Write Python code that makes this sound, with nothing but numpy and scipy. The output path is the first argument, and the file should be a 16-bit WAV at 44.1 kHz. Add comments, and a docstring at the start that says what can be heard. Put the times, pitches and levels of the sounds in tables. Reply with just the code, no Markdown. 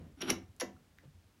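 """Soft thumps and a low rustle of handling open in a quiet workshop, where a bench vise is being tightened.
Its loose steel handle scrapes through the spindle head, chatters and clacks against its end knob, then is
swung over and clacks again. Each blow is a noise crack plus struck modes of steel and bench, spread treble first.
Scrape and chatter are shaped noise with rough partials; ticks are bands of noise and thumps are dying sines.
Thumps run on through the scene among the light ticks, and a soft scuff of skin comes late."""
import sys
import numpy as np
from scipy import signal
from scipy.fft import rfft, irfft, next_fast_len
from scipy.io import wavfile
from scipy.ndimage import map_coordinates

SR = 44100
rng = np.random.default_rng(int(sys.argv[2]) if len(sys.argv) > 2 else 0)


def store_pcm(level_fs):
    """Save levels as 16-bit WAV."""
    pcm = np.round(np.clip(level_fs, -1, 1) * 32767).astype(np.int16)
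    wavfile.write(sys.argv[1], SR, np.atleast_2d(pcm).T)


N = 61739  # length of the scene in samples
T = np.arange(SR // 3) / SR  # time within one event [s]
SCENE_T = np.arange(N) / SR  # time within the scene [s]


def amp(db):
    """Decibels to linear gain."""
    return 10 ** (np.asarray(db) / 20)


def unit(x):
    """Scale to an rms of 1."""
    return x / np.sqrt(np.mean(x ** 2) + 1e-20)


def along(points, hz):
    """Read (frequency, value) points on a log frequency axis."""
    f, v = np.transpose(points)
    return np.interp(np.log(hz + 1), np.log(f + 1), v)


def curve(rows):
    """One value per sample from (time, value) rows."""
    return np.interp(SCENE_T, *np.transpose(rows))


def wobble(rate, size=len(T)):
    """A random curve of straight segments, rate knots a second."""
    knots = rng.standard_normal(size // 8)
    return map_coordinates(knots, [np.arange(size) * rate / SR], order=1)


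def filtered(x, response):
    """Multiply the spectrum of x by a complex response of frequency."""
    m = next_fast_len(len(x) + SR // 20, True)
    hz = np.fft.rfftfreq(m, 1 / SR)
    return irfft(rfft(x, m) * response(hz), m)[:len(x)]


def noise(shape_db, size=len(T)):
    """Noise of rms 1 coloured by a function of frequency."""
    white = rng.standard_normal(size)
    return unit(filtered(white, lambda hz: amp(shape_db(hz))))


def strike(t60, attack=0.00033):
    """Envelope of a struck body: a quick rise and an exponential fall."""
    return (1 - np.exp(-T / attack)) * np.exp(-np.log(1000) * T / t60)


def add(out, s, x):
    """Mix x into out from time s."""
    part = out[max(round(s * SR), 0):][:len(x)]
    part += x[:len(part)]


# colour of the still air: (frequency [Hz], level [dB])
AIR_COLOUR = [(22, -31.5), (42, -6.5), (62, -6), (92, 3), (120, -15.5), (180, -10), (260, -13),
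              (430, -22.5), (600, -23.5), (1500, -26.5), (5000, -32), (16000, -40)]
AIR_DB = -66


def still_air():
    """The quiet room's steady, bass-heavy noise floor."""
    return amp(AIR_DB) * noise(lambda hz: along(AIR_COLOUR, hz), size=N)


# decay of the room by frequency: (frequency [Hz], t60 [s])
ROOM_DECAY = [(150, 0.19), (600, 0.3), (2000, 0.24), (6000, 0.2), (14000, 0.12)]
ROOM_GAP_S = 0.0049  # time scale of the tail's fade-in


def workshop(x):
    """The room's short answer: a noise tail whose t60 depends on frequency, shortest in the top treble."""
    hz, t, z = signal.stft(rng.standard_normal(SR // 2), SR, nperseg=256)
    decay = amp(-60 * t / along(ROOM_DECAY, hz)[:, None])
    tail = signal.istft(z * decay, SR, nperseg=256)[1]
    tail = tail * (1 - np.exp(-(np.arange(len(tail)) / SR / ROOM_GAP_S) ** 2))
    return signal.fftconvolve(x, tail / np.linalg.norm(tail))[:N]


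# swell of the low rustle: (time [s], level [dB])
RUSTLE_LEVEL = [(0, -53), (.06, -55.5), (.12, -60), (.17, -76), (.5, -72), (.8, -64.5), (.95, -79),
                (1.4, -79)]
# colour of the rustle: (frequency [Hz], level [dB])
RUSTLE_COLOUR = [(25, -26), (45, -4), (160, -3.5), (240, -4.5), (380, -12), (550, -16.5), (900, -27.5),
                 (2300, -32), (6000, -48.5), (12000, -62.5)]
# dull thumps of vise and bench: (time [s], level [dB], pitch [Hz], t60 [s])
THUMPS = [(.002, -49.5, 83, 0.41), (.04, -48, 164, 0.17), (.078, -51.5, 136.7, 0.18),
          (0.136, -52.5, 71, 0.16), (0.173, -49, 274, 0.11), (.281, -42, 330, 0.088),
          (.308, -32, 254.3, 0.12), (.355, -41.5, 188.3, 0.21), (0.361, -49, 96.2, 0.23),
          (0.411, -45, 271.6, 0.069), (0.431, -48, 91, 0.18), (.49, -48.5, 98, 0.16),
          (.617, -27, 512.4, 0.056), (0.621, -38.5, 346, .07), (0.664, -46.5, 196.4, 0.22),
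          (.74, -54, 87, 0.14), (1.033, -59.5, 528, .1), (1.054, -47, 139, 0.087), (1.077, -47.5, 150, .1),
          (1.146, -52.5, 86.4, 0.14), (1.247, -58.5, 91.2, 0.32)]
THUMP_ATTACK_S = 0.0048


def handling():
    """Dull thumps of vise and bench as dying sines, and the low rustle of the part shifting on its cloth."""
    out = amp(curve(RUSTLE_LEVEL)) * noise(lambda hz: along(RUSTLE_COLOUR, hz), size=N)
    for s, db, hz, t60 in THUMPS:
        sine = np.sqrt(2) * np.sin(2 * np.pi * hz * T)
        add(out, s, amp(db) * strike(t60, THUMP_ATTACK_S) * sine)
    return out


# colour of skin on the handle: (frequency [Hz], level [dB])
SCUFF_COLOUR = [(100, -17), (270, 11.5), (550, -1.5), (900, -8.5), (1500, -9.5), (3000, -14),
                (10000, -32.5)]
SCUFF_S, SCUFF_WIDTH_S, SCUFF_DB = 1.045, .014, -64  # centre and spread of the swell, level


def scuff():
    """The hand takes a new grip: skin brushes the handle in one smooth swell of noise."""
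    swell = np.exp(-.5 * ((SCENE_T - SCUFF_S) / SCUFF_WIDTH_S) ** 2)
    return amp(SCUFF_DB) * swell * noise(lambda hz: along(SCUFF_COLOUR, hz), size=N)


# light ticks: (time [s], level [dB], centre [Hz], half width at -6 dB [octaves], t60 [s])
LIGHT_TICKS = [(0.222, -47, 11700, .15, 0.02), (0.2775, -41.5, 2600, 0.98, .02),
               (.2895, -51, 8056, 1.2, 0.0046), (0.418, -54.5, 1400, 0.35, 0.011),
               (0.5643, -53, 7850, .7, 0.0058), (0.599, -40, 7020, 1.2, 0.0033),
               (0.6088, -36.5, 6670, .1, 0.014), (0.6091, -40.5, 11670, .15, 0.01),
               (0.765, -53.5, 1334, 0.052, 0.039), (0.9861, -45.5, 1730, 0.36, 0.0052),
               (0.9847, -55, 3400, 0.77, 0.011), (0.9854, -58, 14000, 0.27, 0.0058)]


def ticks():
    """Small slips of the handle, screw and jaws: short bands of noise."""
    out = np.zeros(N)
    for s, db, hz, width, t60 in LIGHT_TICKS:
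        band = noise(lambda f: -20 * np.log10(1 + (np.log2((f + 1) / hz) / width) ** 4))
        add(out, s, amp(db) * strike(t60) * band)
    return out


# swell of the slide: (time [s], scrape level [dB])
SLIDE_LEVEL = [(.14, -120), (.175, -67), (.203, -59), (.213, -42.5), (.235, -45), (.256, -49.5),
               (.274, -43.5), (.281, -42.5), (.3, -33), (.312, -61), (.34, -120)]
# colour of the scrape: (frequency [Hz], level [dB])
SCRAPE_COLOUR = [(71, -44.5), (120, -11), (191, -1.5), (357, 0), (524, -20.5), (739, -8), (961, -18),
                 (1500, -6), (1630, -17), (3170, -14), (8350, -42.5), (11300, -29.5), (15000, -58)]
ROD_HZ, ROD_UPPER_HZ = 5660, 11000  # the rod's two partials, heard in slide and chatter
SQUEAL_DB, UPPER_SQUEAL_DB = -17, -20.5  # relative to the scrape
SQUEAL_ROUGH, SQUEAL_WAVER_DB = .55, 3.5  # phase wobble [rad] and level wobble, per unit of random curve
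GRAIN_DB = 2.5  # unevenness of the scrape, per unit of random curve


def slide():
    """The rod scrapes through the spindle head in uneven grains, with a faint wavering squeal."""
    grains = amp(GRAIN_DB * wobble(500, size=N))
    scrape = unit(noise(lambda hz: along(SCRAPE_COLOUR, hz), size=N) * grains)

    def squeal(hz):
        """One rod partial with a rough phase and a wavering level."""
        phase = 2 * np.pi * hz * SCENE_T + SQUEAL_ROUGH * wobble(400, size=N)
        return unit(np.sin(phase) * amp(SQUEAL_WAVER_DB * wobble(140, size=N)))

    lower = amp(SQUEAL_DB) * squeal(ROD_HZ)
    upper = amp(UPPER_SQUEAL_DB) * squeal(ROD_UPPER_HZ)
    return amp(curve(SLIDE_LEVEL)) * (scrape + lower + upper)


# chatter of the rod in its hole; the last two levels are relative to the lower partial:
# (time [s], length [s], level [dB], upper partial [dB], rasp [dB])
CHATTER_BURSTS = [(0.2067, 0.0065, -48, -19, -9.5), (.215, .006, -42.5, -8.5, 0.5),
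                  (0.285, 0.009, -52, -7.5, -20.5), (0.295, 0.0086, -41, -18.5, 0),
                  (0.3024, 0.0012, -23.5, -34, -3), (.304, 0.0048, -41, 6.5, -7),
                  (0.5988, 0.0122, -42.5, -1.5, -0.5)]
# colour of the rasp: (frequency [Hz], level [dB])
RASP_COLOUR = [(1400, -10), (2000, 0), (2700, -2), (6200, -3.5), (8200, -22.5), (11500, -15.5),
               (13000, -26.5), (14500, -21), (16000, -36.5)]
CHATTER_ROUGH = .45  # phase wobble [rad] per unit of random curve
CHATTER_RELEASE_S = 0.00071  # time constant of the fall after each burst


def chatter():
    """The rod judders in its hole: short, shrill bursts of two rough partials and a rasp of noise."""
    def tone(hz):
        """One rod partial with a rough phase."""
        return np.sqrt(2) * np.sin(2 * np.pi * hz * T + CHATTER_ROUGH * wobble(700))

    out = np.zeros(N)
    for s, length, db, upper_db, rasp_db in CHATTER_BURSTS:
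        rasp = amp(rasp_db) * noise(lambda hz: along(RASP_COLOUR, hz))
        release = np.exp(-np.maximum(T - length, 0) / CHATTER_RELEASE_S)
        gate = (1 - np.exp(-T / 0.00035)) * release
        partials = tone(ROD_HZ) + amp(upper_db) * tone(ROD_UPPER_HZ)
        add(out, s, amp(db) * gate * (partials + rasp))
    return out


def ring(modes, sideways, attack, spread_db):
    """Struck modes: the direction of the blow sets their balance, with a little chance."""
    out = np.zeros(len(T))
    for hz, t60, end_db, side_db in modes:
        aimed_db = end_db + np.clip(sideways, 0, 1) * (side_db - end_db)
        level = amp(aimed_db + spread_db * rng.normal())
        out += level * strike(t60, attack) * np.sin(2 * np.pi * hz * T)
    return out


LAG_S, LAG_POWER = .0052, .78  # travel time at 1 kHz, growth towards the bass


def disperse(x):
    """Bending waves in the iron: below 120 Hz the lag is level, above it the treble runs ahead."""
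    def response(hz):
        lag = LAG_S * (np.maximum(hz, 120) / 1000) ** -LAG_POWER
        delay = lag - along(np.c_[hz, lag], np.array(6000))  # 6 kHz arrives on time
        return np.exp(-2j * np.pi * np.cumsum(delay) * hz[1])  # phase is delay summed over frequency
    return filtered(x, response)


# handle blows; snap, steel and bench are relative to the crack, the five tints colour the crack:
# (time [s], level [dB], rattle t60 [s], snap [dB], tint at 250 Hz [dB], at 600 Hz [dB], at 3.5 kHz [dB],
#  at 11 kHz [dB], at 15 kHz [dB], steel ring [dB], bench ring [dB], direction [0 end-on to 1 sideways])
HANDLE_BLOWS = [(0.2206, -36, 0.055, -0.5, 14.5, 9.5, 17.5, -11, -16, -12, -3, 0),
                (.3016, -27, 0.045, 8.5, -1, 0, -3.5, 4, -4.5, -4, -7, 0.29),
                (0.6095, -31.5, 0.069, -3, -1, 1, -10.5, -11, -18, -5, -2.5, 1)]
# colour shared by the cracks: (frequency [Hz], level [dB])
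CRACK_COLOUR = [(50, -20.5), (130, -5), (250, 4.5), (600, 3.5), (900, 1), (1300, -3), (2200, 3.5),
                (3500, 2.5), (4600, -7.5), (5700, 1), (6700, -6.5), (8200, -23.5), (10000, -7.5),
                (11400, -16), (13300, -18), (15500, -18)]
# modes of the handle: (frequency [Hz], t60 [s], level struck end-on [dB], level struck sideways [dB])
STEEL_MODES = [(1305, 0.1, -22.5, -15), (1483, .14, -27, -33.5), (1800, 0.2, -22, -19.5),
               (2736, 0.13, -22.5, -30.5), (3063, 0.13, -25, -27.5), (3226, 0.13, -24, -30),
               (3390, 0.18, -32, -28.5), (3580, .13, -23.5, -29.5), (5570, 0.17, -14, -25),
               (5765, 0.14, -19, -22), (6300, 0.15, -26, -17), (10045, 0.13, -35, -24.5),
               (11770, 0.1093, -16, -17.5), (14500, .08, -32, -26)]
# modes of vise and bench: (frequency [Hz], t60 [s], level struck end-on [dB], level struck sideways [dB])
BENCH_MODES = [(186.1, .28, -11, -18), (256.1, 0.24, -4, -3), (301, .15, -8.5, -16), (334.9, .18, 0, -3.5),
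               (377, .15, -8.5, -11.5), (457.4, 0.25, -22.5, -15), (517, .1, -12, -5.5),
               (699, 0.19, -12, -11), (740.3, 0.25, -18, -11), (962.6, 0.18, -17, -11.5)]
SNAP_T60_S = 0.0069


def blows():
    """The handle hits its stop: a crack, ringing steel and the duller ring of vise and bench."""
    out = np.zeros(N)
    for (s, db, t60, snap_db, low_db, mid_db, high_db, top_db, fizz_db,
         steel_db, bench_db, sideways) in HANDLE_BLOWS:
        tint = [(250, low_db), (600, mid_db), (1700, 0), (3500, high_db),
                (6500, 0), (11000, top_db), (15000, fizz_db)]  # (frequency [Hz], level [dB])
        grit = noise(lambda hz: along(CRACK_COLOUR, hz) + along(tint, hz))
        crack = grit * (strike(t60) + amp(snap_db) * strike(SNAP_T60_S))
        steel = amp(steel_db) * ring(STEEL_MODES, sideways, attack=0.00055, spread_db=1.0)
        bench = amp(bench_db) * ring(BENCH_MODES, sideways, attack=0.0025, spread_db=2.0)
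        add(out, s, amp(db) * (crack + steel + bench))
    return disperse(out)


ROOM_DB, CHATTER_ROOM_DB = -9.5, -15  # sends into the room


def scene():
    """Handle and ticks sound in the workshop, over the handling and still air."""
    steel = blows() + slide() + ticks()
    shrill = chatter()
    room = workshop(amp(ROOM_DB) * steel + amp(CHATTER_ROOM_DB) * shrill)
    return (steel + shrill + room + handling() + scuff() + still_air())[None]


LOW_CUT_HZ, TOP_HZ = 38, 15900


def record(dry):
    """The microphone sheds the deepest bass and keeps nothing above the band limit."""
    def response(hz):
        low_cut = hz ** 4 / np.sqrt(hz ** 8 + LOW_CUT_HZ ** 8)
        return (hz < TOP_HZ) * low_cut
    return filtered(dry[0], response)[None]


dry = scene()
out = record(dry)
store_pcm(out)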